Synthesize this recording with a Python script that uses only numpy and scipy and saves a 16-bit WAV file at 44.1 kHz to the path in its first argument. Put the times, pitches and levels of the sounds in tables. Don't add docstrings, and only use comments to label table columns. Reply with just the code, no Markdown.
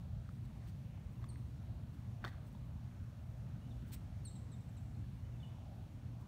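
import sys
import numpy as np
from scipy import signal
from scipy.fft import rfft, irfft, next_fast_len
from scipy.io import wavfile
from scipy.ndimage import uniform_filter1d

SR = 44100
rng = np.random.default_rng(int(sys.argv[2]) if len(sys.argv) > 2 else 0)


def waveform_to_disk(signal):
    frames = np.transpose(np.atleast_2d(signal))
    scaled = np.clip(frames, -1, 1) * 32767
    samples = np.round(scaled).astype(np.int16)
    wavfile.write(sys.argv[1], SR, samples)


def gain_from_db(level_db):
    decades = np.asarray(level_db, float) / 20
    return 10 ** decades


N = 276903
TIME = np.arange(N) / SR


def unit(x):
    return x / np.sqrt(np.mean(x ** 2))


def decay(t, t60):
    return np.exp(-np.log(1000) * t / t60)


def curve(table):
    s, level = np.transpose(table)
    return np.interp(TIME, s, level)


def colour(x, points, tilt_db=0):
    size = next_fast_len(len(x))
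    octave = np.log2(np.maximum(np.arange(size // 2 + 1) * SR / size, 1))
    hz, db = np.transpose(points)
    gain_db = np.interp(octave, np.log2(hz), db) + tilt_db * (octave - 12)
    return irfft(rfft(x, size) * gain_from_db(gain_db), size)[:len(x)]


def walk(rate):
    k = int(SR / rate)
    steps = np.repeat(rng.standard_normal(N // k + 1), k)
    return 1.277 * uniform_filter1d(uniform_filter1d(steps, k), k)[:N]


def add(out, start_s, piece):
    i = int(start_s * SR)
    out[i:i + len(piece)] += piece[:N - i]


def patchy(points, bands, swell_db, flicker_db):
    size = next_fast_len(N)
    spectrum = rfft(colour(rng.standard_normal(size), points))
    half_octave = 2 * np.log2(np.maximum(np.arange(len(spectrum)) * SR / size, 16) / 16)
    out = np.zeros(N)
    for k in bands:
        window = np.cos(np.pi / 2 * np.clip(half_octave - k, -1, 1)) ** 2
        band = irfft(spectrum * window, size)[:N]
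        depth = np.interp(k, [5, 9, 16], [.6, 1.2, .4])
        out += band * gain_from_db((swell_db * walk(2.58) + flicker_db * walk(9)) * depth)
    return unit(out)


def town():
    # f/Hz, density/dB
    rumble_tone = [(12, -63), (20, -43.5), (52, -2), (114, 1), (128, -2), (161, -6.5), (238, -13),
                   (382, -30.5), (500, -33), (650, -78), (1100, -120)]
    # f/Hz, density/dB
    hiss_tone = [(210, -26), (350, -7), (460, -11), (531, -2), (604, -0.5), (820, -3.5), (1170, -7.5),
                 (1310, -9), (1920, -13), (2690, -14.5), (4870, -20), (5810, -22), (7510, -22),
                 (14500, -27.5), (16200, -31.5)]
    # t/s, level/dB
    traffic_level = [(0.0, -47.5), (2.8, -49), (3.2, -49), (4.1, -47), (4.6, -50), (5.0, -48.5),
                     (6.28, -51.5)]
    # t/s, level/dB
    car_level = [(0.0, -64.5), (0.55, -61), (0.94, -63), (1.21, -60), (1.45, -61.5), (3.2, -62.5),
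                 (3.8, -60), (4.15, -63.5), (4.5, -60), (4.8, -62.5), (5.9, -62.5), (6.28, -60.5)]

    traffic_db = curve(traffic_level)
    traffic = patchy(rumble_tone + [(700, -90)], range(12), swell_db=.5, flicker_db=1.3)
    drone = colour(traffic, [(150, -56), (230, 1)])
    rumble = (traffic - drone) * gain_from_db(traffic_db + 1.57)
    cars = unit(drone) * gain_from_db(curve(car_level))

    hiss = patchy([(250, -50)] + hiss_tone, range(7, 22), swell_db=.5, flicker_db=2.2) * gain_from_db(-67.5)

    hum_db = traffic_db - 7.5 + 1.5 * walk(3.4)
    hum_hz = 118.5 + 1.102 * walk(4)
    hum = np.sqrt(2) * np.sin(2 * np.pi * np.cumsum(hum_hz) / SR) * gain_from_db(hum_db)
    return rumble + cars + hiss + hum


def strokes(table, points, grain_db):
    out = np.zeros(N)
    middle_s = 4096 / SR
    edge = 2.45
    for s, length, db, tilt_db in table:
        grain_level = np.minimum(rng.exponential(size=256), 2.5).repeat(32)
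        grains = rng.standard_normal(8192) * gain_from_db(grain_db * grain_level)
        stroke = np.exp(-np.abs(3.65 * (TIME[:8192] - middle_s) / length) ** edge / 2)
        add(out, s - middle_s, gain_from_db(db) * unit(colour(grains, points, tilt_db)) * stroke)
    return out


def swishes():
    # middle t/s, length/s, level/dB, tilt/(dB per octave)
    rustles = [(.455, .02, -71, -4), (.54, .02, -72, -6), (0.688, 0.05, -68.5, -3.5), (1.13, .04, -79, -2),
               (1.242, .006, -71, -2), (1.945, 0.044, -70, -4.5), (2.27, .07, -70, -4),
               (2.452, .005, -72, 5), (2.475, 0.06, -75, -2), (2.529, .004, -62, 9), (3.885, 0.055, -72, 0),
               (3.926, .02, -60, -2), (3.94, 0.037, -52.5, -0.5), (3.96, 0.035, -54, -5.5),
               (4.25, 0.014, -69, -3), (.33, .2, -75, -4.5), (6.215, .04, -77, 0)]
    # f/Hz, density/dB
    film_tone = [(900, -22), (1600, -11), (2200, -8), (3200, -7), (4700, -6), (6600, -13), (8200, 0),
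                 (9400, -6), (10400, -10), (11800, -3), (13400, -15), (14800, 0), (15700, -7)]
    # middle t/s, length/s, level/dB, tilt/(dB per octave)
    scrapes = [
        (1.23, .035, -66, -1.5),
        (2.228, 0.027, -63, -2.5),
        (2.262, 0.072, -54.5, -2),
        (2.284, 0.045, -61.5, 1.5),
        (2.34, 0.078, -70.5, -0.5),
        (.66, .15, -73.5, 2),
    ]
    # f/Hz, density/dB
    lid_tone = [(250, -6.5), (400, -8), (700, -2), (1400, -4.5), (2000, 0), (2700, -23), (4000, -10.5),
                (5200, -19), (15000, -29.5)]
    return strokes(rustles, film_tone, grain_db=2.2) + strokes(scrapes, lid_tone, grain_db=2.5)


def taps():
    # t/s, peak level/dB, pitch f/Hz, crack over the ring/dB, t60/s
    hits = [(0.2907, -50, 1270, -19, 0.01), (0.976, -58, 885, -25, .012), (1.2413, -49, 1120, -15.5, 0.012),
            (1.2423, -58, 1890, -26, 0.01), (1.3574, -59, 2060, -22, 0.0098),
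            (1.3582, -59, 1640, -26, 0.01), (2.242, -33.5, 1530, -24, 0.0076),
            (2.2472, -39, 1145, -10.5, 0.016), (2.2519, -35, 1470, -29, 0.0075),
            (2.2594, -49, 900, -22, 0.0079), (2.263, -43, 1380, -28, 0.0053),
            (2.272, -43, 1180, -28, 0.0057), (2.278, -52.5, 1420, -7, 0.0067),
            (2.2796, -53, 1910, -11.5, 0.023), (2.317, -59, 1700, -20, .01), (2.333, -60, 1500, -22, .012),
            (2.345, -59, 1250, -26, .012), (2.5495, -60, 964, -16, 0.029), (3.907, -60.5, 880, -13, 0.02),
            (4.0155, -58, 915, -29, .012), (5.04, -67, 1700, -25, 0.024), (5.738, -64, 895, -21, 0.013),
            (6.228, -61, 950, -26, .012)]
    # ratio to pitch, level/dB
    shell = [(.62, -7), (1, 3), (1.35, -16)]
    # f/Hz, width/Hz, level/dB
    crack_bands = [(3620, 250, 0), (4330, 230, -3), (7000, 2600, -33), (13000, 5000, -17)]

    out, t = np.zeros(N), TIME[:2048]
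    for s, db, hz, crack_db, t60 in hits:
        grit = rng.standard_normal(len(t))
        fade = decay(t, t60) * (1 - np.exp(-t / 0.00037))
        ring = sum(gain_from_db(g) * np.sin(2 * np.pi * hz * r * t) for r, g in shell) * fade
        crack = np.zeros(len(t))
        for f, width, g in crack_bands:
            crack += gain_from_db(g) * unit(signal.lfilter(*signal.iirpeak(f, f / width, SR), grit))
        add(out, s, gain_from_db(db + 3.5) * (ring + gain_from_db(crack_db) * crack * fade ** 0.63))
    return out


def thuds():
    # t/s, peak level/dB, f/Hz, t60/s
    paws = [
        (1.241, -54.5, 390, .03),
        (2.246, -45, 345, 0.067),
        (1.7, -56, 270, 0.03),
        (0.42, -58, 325, 0.11),
        (4.98, -55, 296, 0.18),
    ]
    out, t = np.zeros(N), TIME[:8192]
    for s, db, hz, t60 in paws:
        add(out, s, gain_from_db(db) * np.sin(2 * np.pi * hz * t) * decay(t, t60) * (1 - np.exp(-t / 0.001)))
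    return out


def bird(notes, partials):
    out = np.zeros(N)
    for s, length, start_hz, end_hz, db in notes:
        t = np.arange(0, length, 1 / SR)
        glide = np.minimum(t / length / .8, 1)
        phase = 2 * np.pi * np.cumsum(start_hz + (end_hz - start_hz) * glide) / SR
        swell_db = np.interp(t / length, [0, .29, 1], [-2, 0, -4.5])
        edge = np.clip(np.minimum(t, length - t) / .004, 0, 1)
        whistle = sum(gain_from_db(g) * np.sin(k * phase) for k, g in partials)
        add(out, s, whistle * gain_from_db(db + swell_db + 5.5) * edge)
    return out * gain_from_db(2.5 * walk(250))


def near_bird():
    # start t/s, length/s, second partial start f/Hz, its end f/Hz, peak level/dB
    chirps = [
        (1.118, .014, 8400, 8300, -88),
        (1.287, 0.023, 9330, 8200, -70.5),
        (4.249, .04, 9000, 7520, -64),
        (4.349, 0.023, 8630, 7470, -74),
        (4.515, 0.033, 8300, 7320, -77.5),
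        (4.603, .024, 8550, 7350, -84),
        (4.686, .02, 8430, 7300, -83),
        (4.766, .024, 8500, 7300, -79.5),
        (4.853, .017, 8500, 7400, -87),
    ]
    # multiple of the second partial, level/dB
    chirp_partials = [(.5, -2.5), (1, 5.5), (1.5, -22)]
    return bird(chirps, chirp_partials)


def far_bird():
    # start t/s, length/s, start f/Hz, end f/Hz, peak level/dB
    warble = [(3.612, 0.065, 2820, 3040, -78), (3.702, .034, 3820, 3390, -72.5),
              (4.51, 0.04, 3460, 3680, -78), (4.615, .016, 3760, 3600, -79),
              (4.942, 0.015, 4270, 4180, -76), (5.172, .038, 2820, 2820, -76),
              (5.245, .03, 2950, 3040, -77), (5.318, .06, 2850, 2600, -77), (5.399, 0.022, 3640, 3400, -73),
              (5.427, .024, 3055, 2860, -63), (5.448, .045, 3480, 3540, -79), (5.48, .024, 3100, 2800, -76),
              (5.55, .035, 2860, 2910, -83)]
    return bird(warble, [(1, -4)])


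def trees(x):
    # f/Hz, level/dB
    echo_colour = [(3000, -0.5), (9000, -2), (15000, -13)]
    t = TIME[:SR // 2]
    tail = rng.standard_normal(len(t)) * decay(t, 0.51) * np.clip(t / 0.004, 0, 1)
    return colour(signal.fftconvolve(x, tail / np.sqrt(np.sum(tail ** 2)))[:N], echo_colour)


def scene():
    litter = swishes() + taps() + thuds()
    near, far = near_bird(), far_bird()
    echo = trees(gain_from_db(-4) * (near + 1.17 * far) + gain_from_db(-14) * litter)
    return (town() + litter + near + far + echo)[None]


def top_cut(x):
    return signal.sosfilt(signal.butter(12, 16380, fs=SR, output="sos"), x)


def record(dry):
    # f/Hz, level/dB
    mic = [(20, -12), (45, -0.5), (4500, -0.5), (4950, -3.5), (5500, 0.5), (7000, -1), (7600, -4),
           (8300, -2), (9800, -2), (10500, -5.5), (11300, -2.5)]
    # f/Hz, level/dB
    top_end = [(15720, 0), (15790, -40)]
    mix = colour(dry[0], mic + top_end)[None]
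    return top_cut(mix)


dry = scene()
out = record(dry)
waveform_to_disk(out)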